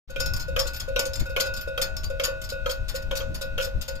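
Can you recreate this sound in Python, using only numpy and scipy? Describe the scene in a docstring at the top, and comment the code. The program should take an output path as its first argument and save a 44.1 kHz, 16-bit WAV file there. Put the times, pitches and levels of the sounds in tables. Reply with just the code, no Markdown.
"""A small home-made windmill clanks in an open field. Light wind buffets the microphone throughout.
On each turn, about every 0.43 s, a cam lifts a metal clapper with a soft knock and drops it on a
bell-like iron body, which clanks and rings. The clapper rebounds against its arm; the loose linkage
then chatters and ticks until the next turn, and now and then a rod snaps back with a bright ting."""
import sys
import numpy as np
from scipy import signal
from scipy.fft import rfft, irfft
from scipy.io import wavfile

SR = 44100
rng = np.random.default_rng(int(sys.argv[2]) if len(sys.argv) > 2 else 0)


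def wrap_up_sound(samples):
    """Save the sound to the file named by the first command line argument, as 16-bit audio."""
    columns = np.atleast_2d(samples).T
    # keep every value between -1 and 1, then stretch to whole-number steps
    tamed = np.clip(columns, -1, 1)
    steps = np.round(tamed * 32767).astype(np.int16)
    wavfile.write(sys.argv[1], SR, steps)


N = 176400

# soft clapper touches, on lift or rebound: t/s, low ring level/dB, high ring level/dB
KNOCKS = [(0.097, -46, -46), (0.204, -36, -31.5), (0.481, -35.5, -40.5), (.597, -30.5, -54),
          (.654, -41, -38), (0.879, -31, -41), (.996, -30, -34), (1.055, -33, -40.5), (1.256, -43, -36.5),
          (1.295, -38, -38), (1.403, -30.5, -32), (1.46, -34.5, -32), (1.674, -32, -37), (2.1, -32, -40),
          (2.236, -41, -34.5), (2.28, -31, -36), (2.521, -33.5, -36), (2.695, -34.5, -38.5),
          (2.942, -35, -39.5), (3.2, -32.5, -41), (3.412, -34, -37.5), (3.66, -36, -43.5),
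          (3.88, -35.5, -41)]
# clapper falls: t/s, clank level/dB, low ring level/dB, high ring level/dB
STRIKES = [(0.161, -33, -36, -36), (0.5631, -25.5, -28, -35.5), (0.961, -25.5, -28, -29),
           (1.3637, -24, -28.5, -33.5), (1.7772, -28, -30, -34), (2.1976, -28, -28, -43.5),
           (2.6604, -27.5, -29.5, -44), (3.1111, -31, -30.5, -37.5), (3.5793, -28, -29, -33.5)]
# linkage rattles: t/s, level/dB, length/s
RATTLES = [(0.198, -37.5, 0.0067), (0.364, -39, 0.0059), (0.397, -36.5, 0.029), (0.591, -26, 0.01),
           (0.668, -35.5, 0.011), (0.734, -36.5, 0.033), (0.798, -34, 0.018), (0.993, -26, 0.0058),
           (1.054, -35, 0.021), (1.155, -37, 0.0029), (1.196, -37.5, 0.0093), (1.4, -24.5, 0.0094),
           (1.45, -40, 0.02), (1.565, -38, 0.013), (1.611, -40.5, 0.01), (1.815, -25, 0.013),
           (2.034, -37, 0.01), (2.237, -24.5, 0.018), (2.415, -42.5, 0.0087), (2.439, -41, 0.0072),
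           (2.491, -36.5, 0.012), (2.693, -32, .025), (2.883, -35.5, 0.015), (2.951, -35, 0.014),
           (3.022, -50, 0.007), (3.154, -31.5, 0.024), (3.343, -38, 0.023), (3.412, -36, 0.017),
           (3.608, -32, 0.053), (3.812, -37, 0.017), (3.88, -36.5, 0.013), (3.954, -48.5, 0.0063)]
# dense linkage modes: f/Hz, relative density/dB
CHATTER_SPECTRUM = [(200, -8.5), (1900, -5.5), (3300, -0.5), (5200, 6.5), (5900, -3), (6900, 5),
                    (8100, -3.5), (10300, -7), (11200, -0.5), (13000, -11), (14100, 7), (14600, -81)]
# their decay: f/Hz, t60/s
CHATTER_T60 = [(500, 1), (3000, 0.22), (7000, 0.042), (14000, 0.099)]
# direction of the mechanism: f/Hz, left minus right/dB
PAN = [(700, -4.5), (3000, 1), (6300, 10.5), (10000, 1), (14000, -3)]
KNOCK_RISE_S, STRIKE_S, REBOUND_S = 0.0025, 0.004, 0.012


def amp(db):
    """Decibels to gain."""
    return 10 ** (np.asarray(db) / 20)


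def unit(x):
    """Scale to rms 1."""
    return x / np.sqrt(np.mean(x ** 2) + 1e-20)


def read(points, hz):
    """Interpolate a table over log frequency."""
    f, value = np.transpose(points)
    return np.interp(np.log(hz + 1), np.log(f), value)


def sides(db):
    """Left and right gains for level differences."""
    return amp(np.outer([.5, -.5], db))


def add(mix, s, sound):
    """Mix a stereo sound in at time s."""
    part = mix[:, max(round(s * SR), 0):][:, :sound.shape[1]]
    part += sound[:, :part.shape[1]]


def noise(spectrum, size, coherence=0.38, peaky_db=0, lines=600, left_lag_s=0.00015):
    """Coloured stereo noise; peaky_db gathers the treble into narrow lines."""
    hz = np.fft.rfftfreq(size, 1 / SR)
    common, other = rfft(rng.standard_normal((2, size)))
    left = common * np.exp(-2j * np.pi * hz * left_lag_s)
    right = coherence * common + np.sqrt(1 - coherence ** 2) * other
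    heights = np.minimum(rng.standard_normal(lines), 2)
    lines_db = peaky_db * np.interp(hz, np.linspace(0, SR / 2, lines), heights) * np.minimum(hz / 3240, 1)
    return unit(irfft(np.array([left, right]) * amp(read(spectrum, hz) + lines_db), size))


def wind(left_bias_db=5):
    """Wind on the microphone: lumpy rumble, higher flutter in gusts, faint hiss of the field."""
    # buffeting: f/Hz, relative density/dB
    rumble_spectrum = [(48, -2), (100, -10.5), (400, -38.5), (4000, -74)]
    # air hiss: f/Hz, relative density/dB
    air_spectrum = [(4000, 5), (9000, -12)]
    # gusts: t/s, 1/e half-width/s, rumble rise/dB
    gusts = [(0.4, 0.21, 6), (1.219, 0.024, 15.5), (3.096, 0.055, 8.5), (3.326, 0.072, 10.5),
             (3.774, 0.034, 9.5)]
    t = np.arange(N) / SR
    lump_db = 2.5 * unit(sum(np.sin(2 * np.pi * (hz * t + rng.random())) for hz in np.geomspace(1, 14, 20)))
    gust_db = sum(db * np.exp(-((t - s) / width_s) ** 2) for s, width_s, db in gusts)
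    rumble = amp(-35 + lump_db + gust_db) * noise(rumble_spectrum, N, coherence=0.23)
    band = signal.lfilter(*signal.butter(2, [100, 300], "band", fs=SR), rng.standard_normal((2, N)))
    flutter = amp(-65.5 + 2 * gust_db) * unit(band)
    hiss = amp(-55.5) * noise(air_spectrum, N, coherence=0.53)
    return sides(left_bias_db) * (rumble + flutter) + hiss


def bell(strike_rise_s=0.0017, catch_s=0.004, left_lag_rad=1.35):
    """Iron body: each clapper touch damps the old ring and starts a new one."""
    # low body modes: f/Hz, level/dB, t60/s
    low_modes = [(499.8, -4, 0.27), (517.7, 1, 0.14), (541.1, 2.5, 0.5), (632.2, -16.5, 2.45)]
    # high body modes: f/Hz, level/dB, t60/s
    high_modes = [(1417.5, -14, 2), (1465.5, 0, 1.3), (2542, -12, .9), (2599, -18, 1.1), (2723, -19, .8),
                  (3710, -16, .5)]
    touches = [(s, low_db, high_db, strike_rise_s) for s, _, low_db, high_db in STRIKES]
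    touches = sorted(touches + [(*row, KNOCK_RISE_S) for row in KNOCKS])
    ends_s = [row[0] for row in touches[1:]] + [N / SR]
    out = np.zeros((2, N))
    for (s, low_db, high_db, rise_s), end_s in zip(touches, ends_s):
        t = np.arange(0, end_s - s + 10 * catch_s, 1 / SR)
        ring = np.zeros((2, len(t)))
        for modes, level_db in (low_modes, low_db), (high_modes, high_db):
            for hz, db, t60_s in modes:
                phase = 2 * np.pi * (hz * t + rng.random()) - np.array([[left_lag_rad], [0]])
                ring += amp(level_db + db - 60 * t / t60_s) * np.sin(phase)
        damping = np.exp(-np.maximum(t - (end_s - s), 0) / catch_s)
        add(out, s, np.sqrt(2) * ring * (1 - np.exp(-t / rise_s)) * damping)
    return out


def dense_ring(spectrum, decay, size=24576, scatter_t60_s=0.19, crack_s=0.0038):
    """Struck metal: a crack, close modes dying by band, faint scatter from the surroundings."""
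    hz, t, bands = signal.stft(noise(spectrum, size, peaky_db=6), SR, nperseg=256)
    fade = amp(-60 * t / read(decay, hz)[:, None]) + amp(-8.5 - 60 * t / scatter_t60_s)
    ring = signal.istft(bands * fade * sides(read(PAN, hz))[:, :, None], SR)[1]
    accent = 1 + amp(-7.5) * np.exp(-np.arange(ring.shape[1]) / SR / crack_s)
    return ring * np.linspace(1, 0, ring.shape[1]) * accent


def bounces(length_s, size=4096, rate_hz=600, spread_db=5):
    """First contact, then a quick run of uneven bounces; energy 1."""
    chance, hardness, sign = rng.random(size), rng.exponential(1, size), rng.choice([-1, 1], size)
    hits = (chance < rate_hz / SR) * (np.arange(size) / SR < length_s)
    clicks = hits * sign * amp(spread_db * np.minimum(hardness, 2.5))
    clicks[0] = 2
    return clicks[None] / np.linalg.norm(clicks)


def contact(body, spectrum, decay, length_s, bands=48, colour_db=7):
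    """Bounces excite the common body ring plus a ring coloured by the point of contact."""
    local = rfft(dense_ring(spectrum, decay))
    colour = np.interp(np.linspace(0, bands - 1, local.shape[1]), range(bands), rng.standard_normal(bands))
    local = irfft(local * unit(amp(colour_db * colour)), body.shape[1])
    burst = signal.fftconvolve(body + local * np.linspace(1, 0, local.shape[1]), bounces(length_s))
    return burst * np.linalg.norm(body) / np.linalg.norm(burst)


def clanks(edge_db=-13.5, bite_db=-9.5, thud_db=-10, thud_cutoff_hz=1490):
    """Impacts on iron and arm: hard strikes, rebounds, bite of the chatter, dull thuds of soft touches."""
    # dense iron modes: f/Hz, relative density/dB
    spectrum = [(350, -14), (520, -1.5), (850, -14), (1400, -0.5), (1800, -10), (2500, 3), (3200, 1.5),
                (4300, -16.5), (7000, -19), (8300, -37.5), (13600, -14), (15000, -41)]
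    # their decay: f/Hz, t60/s
    decay = [(1400, 0.29), (3000, 0.012), (7000, 0.37), (14000, 0.015)]
    body, out = dense_ring(spectrum, decay), np.zeros((2, N))
    arm = rod_tone(hz=3203, t60_s=0.05)
    for s, db, _, _ in STRIKES:
        add(out, s, amp(db) * contact(body, spectrum, decay, STRIKE_S))
        add(out, s, amp(db + edge_db) * edge_crack())
        add(out, s, amp(db - 3.5) * arm)
    # clapper rebounds against its arm: t/s, level/dB
    rebounds = [(0.192, -45), (.589, -36), (0.987, -40), (1.399, -33), (1.813, -39), (2.234, -39),
                (2.697, -36), (3.205, -37), (3.601, -32.5)]
    for s, db in rebounds:
        add(out, s, amp(db) * contact(body, spectrum, decay, REBOUND_S))
        add(out, s, amp(db + 5) * arm)
    for s, db, length_s in RATTLES:
        add(out, s, amp(db + bite_db) * signal.fftconvolve(body, bounces(length_s / 2)))
    thud = signal.lfilter(*signal.butter(2, thud_cutoff_hz, fs=SR), body)
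    thud *= 1 - np.exp(-np.arange(thud.shape[1]) / SR / KNOCK_RISE_S)
    for s, db, _ in KNOCKS:
        add(out, s, amp(db + thud_db) * thud)
    return out


def linkage(tick_db=-50):
    """Runs of tiny impacts excite frame and rods; each soft clapper touch adds a faint tick."""
    body, out = dense_ring(CHATTER_SPECTRUM, CHATTER_T60), np.zeros((2, N))
    ticks = [(s, tick_db, REBOUND_S) for s, _, _ in KNOCKS]
    for s, db, length_s in RATTLES + ticks:
        add(out, s, amp(db) * contact(body, CHATTER_SPECTRUM, CHATTER_T60, length_s))
        add(out, s, amp(db) * rods(length_s))
    return out


def rods(rise_s, spread_db=2, t60_at_1khz_s=0.33):
    """Clear rod modes build up and ring on, the high ones more briefly."""
    # linkage rod modes: f/Hz, level/dB
    rod_modes = [(886, -12), (1136, -5), (4330, -9), (4786, 2), (4910, -3), (5405, -5), (6638, -1),
                 (6880, -5), (14105, -13)]
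    t = np.arange(SR // 2) / SR
    hz, db = np.transpose(rod_modes)
    t60_s = t60_at_1khz_s * (hz / 1000) ** -0.29
    modes = amp(db[:, None] - 60 * t / t60_s[:, None]) * np.exp(2j * np.pi * hz[:, None] * t)
    gains = sides(read(PAN, hz)) * amp(spread_db * rng.standard_normal(len(hz)))
    phasors = gains * np.exp(2j * np.pi * rng.random(gains.shape))
    return amp(-10.5) * np.minimum(t / rise_s, 1) * (phasors @ modes).real


def edge_crack(decay_s=0.0048):
    """Bright burst as the clapper's edge meets the iron."""
    t = np.arange(SR // 10) / SR
    return noise(CHATTER_SPECTRUM, len(t)) * np.exp(-t / decay_s)


def rod_tone(hz, t60_s):
    """One struck mode of a rod."""
    t = np.arange(SR // 2) / SR
    return sides(read(PAN, hz)) * amp(-60 * t / t60_s) * np.sin(2 * np.pi * hz * t)


def tings(snap_db=-3.5):
    """A loose rod snaps back: one clear tone above a sharp snap and the ring of the rods."""
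    # rod snaps: t/s, level/dB
    snaps = [(.203, -28.5), (0.26, -31.5), (0.336, -33), (0.598, -27), (1.134, -35), (1.539, -38),
             (1.967, -35)]
    out = np.zeros((2, N))
    for s, db in snaps:
        add(out, s, amp(db) * rod_tone(hz=5380, t60_s=0.18))
        add(out, s, amp(db + snap_db) * dense_ring(CHATTER_SPECTRUM, CHATTER_T60))
        add(out, s, amp(db) * rods(STRIKE_S))
    return out


def scene():
    """Windmill plus wind, stereo."""
    return bell() + clanks() + linkage() + tings() + wind()


def record(dry, start_s=0.075, fade_s=0.018, cutoff_hz=14900):
    """Quick fade-in from silence, then low-pass."""
    fade_in = np.clip((np.arange(N) / SR - start_s) / fade_s, 0, 1)
    lowpass = signal.firwin(151, cutoff_hz, window=("kaiser", 7), fs=SR)
    return signal.oaconvolve(dry * fade_in, lowpass[None], "same")


dry = scene()
out = record(dry)
wrap_up_sound(out)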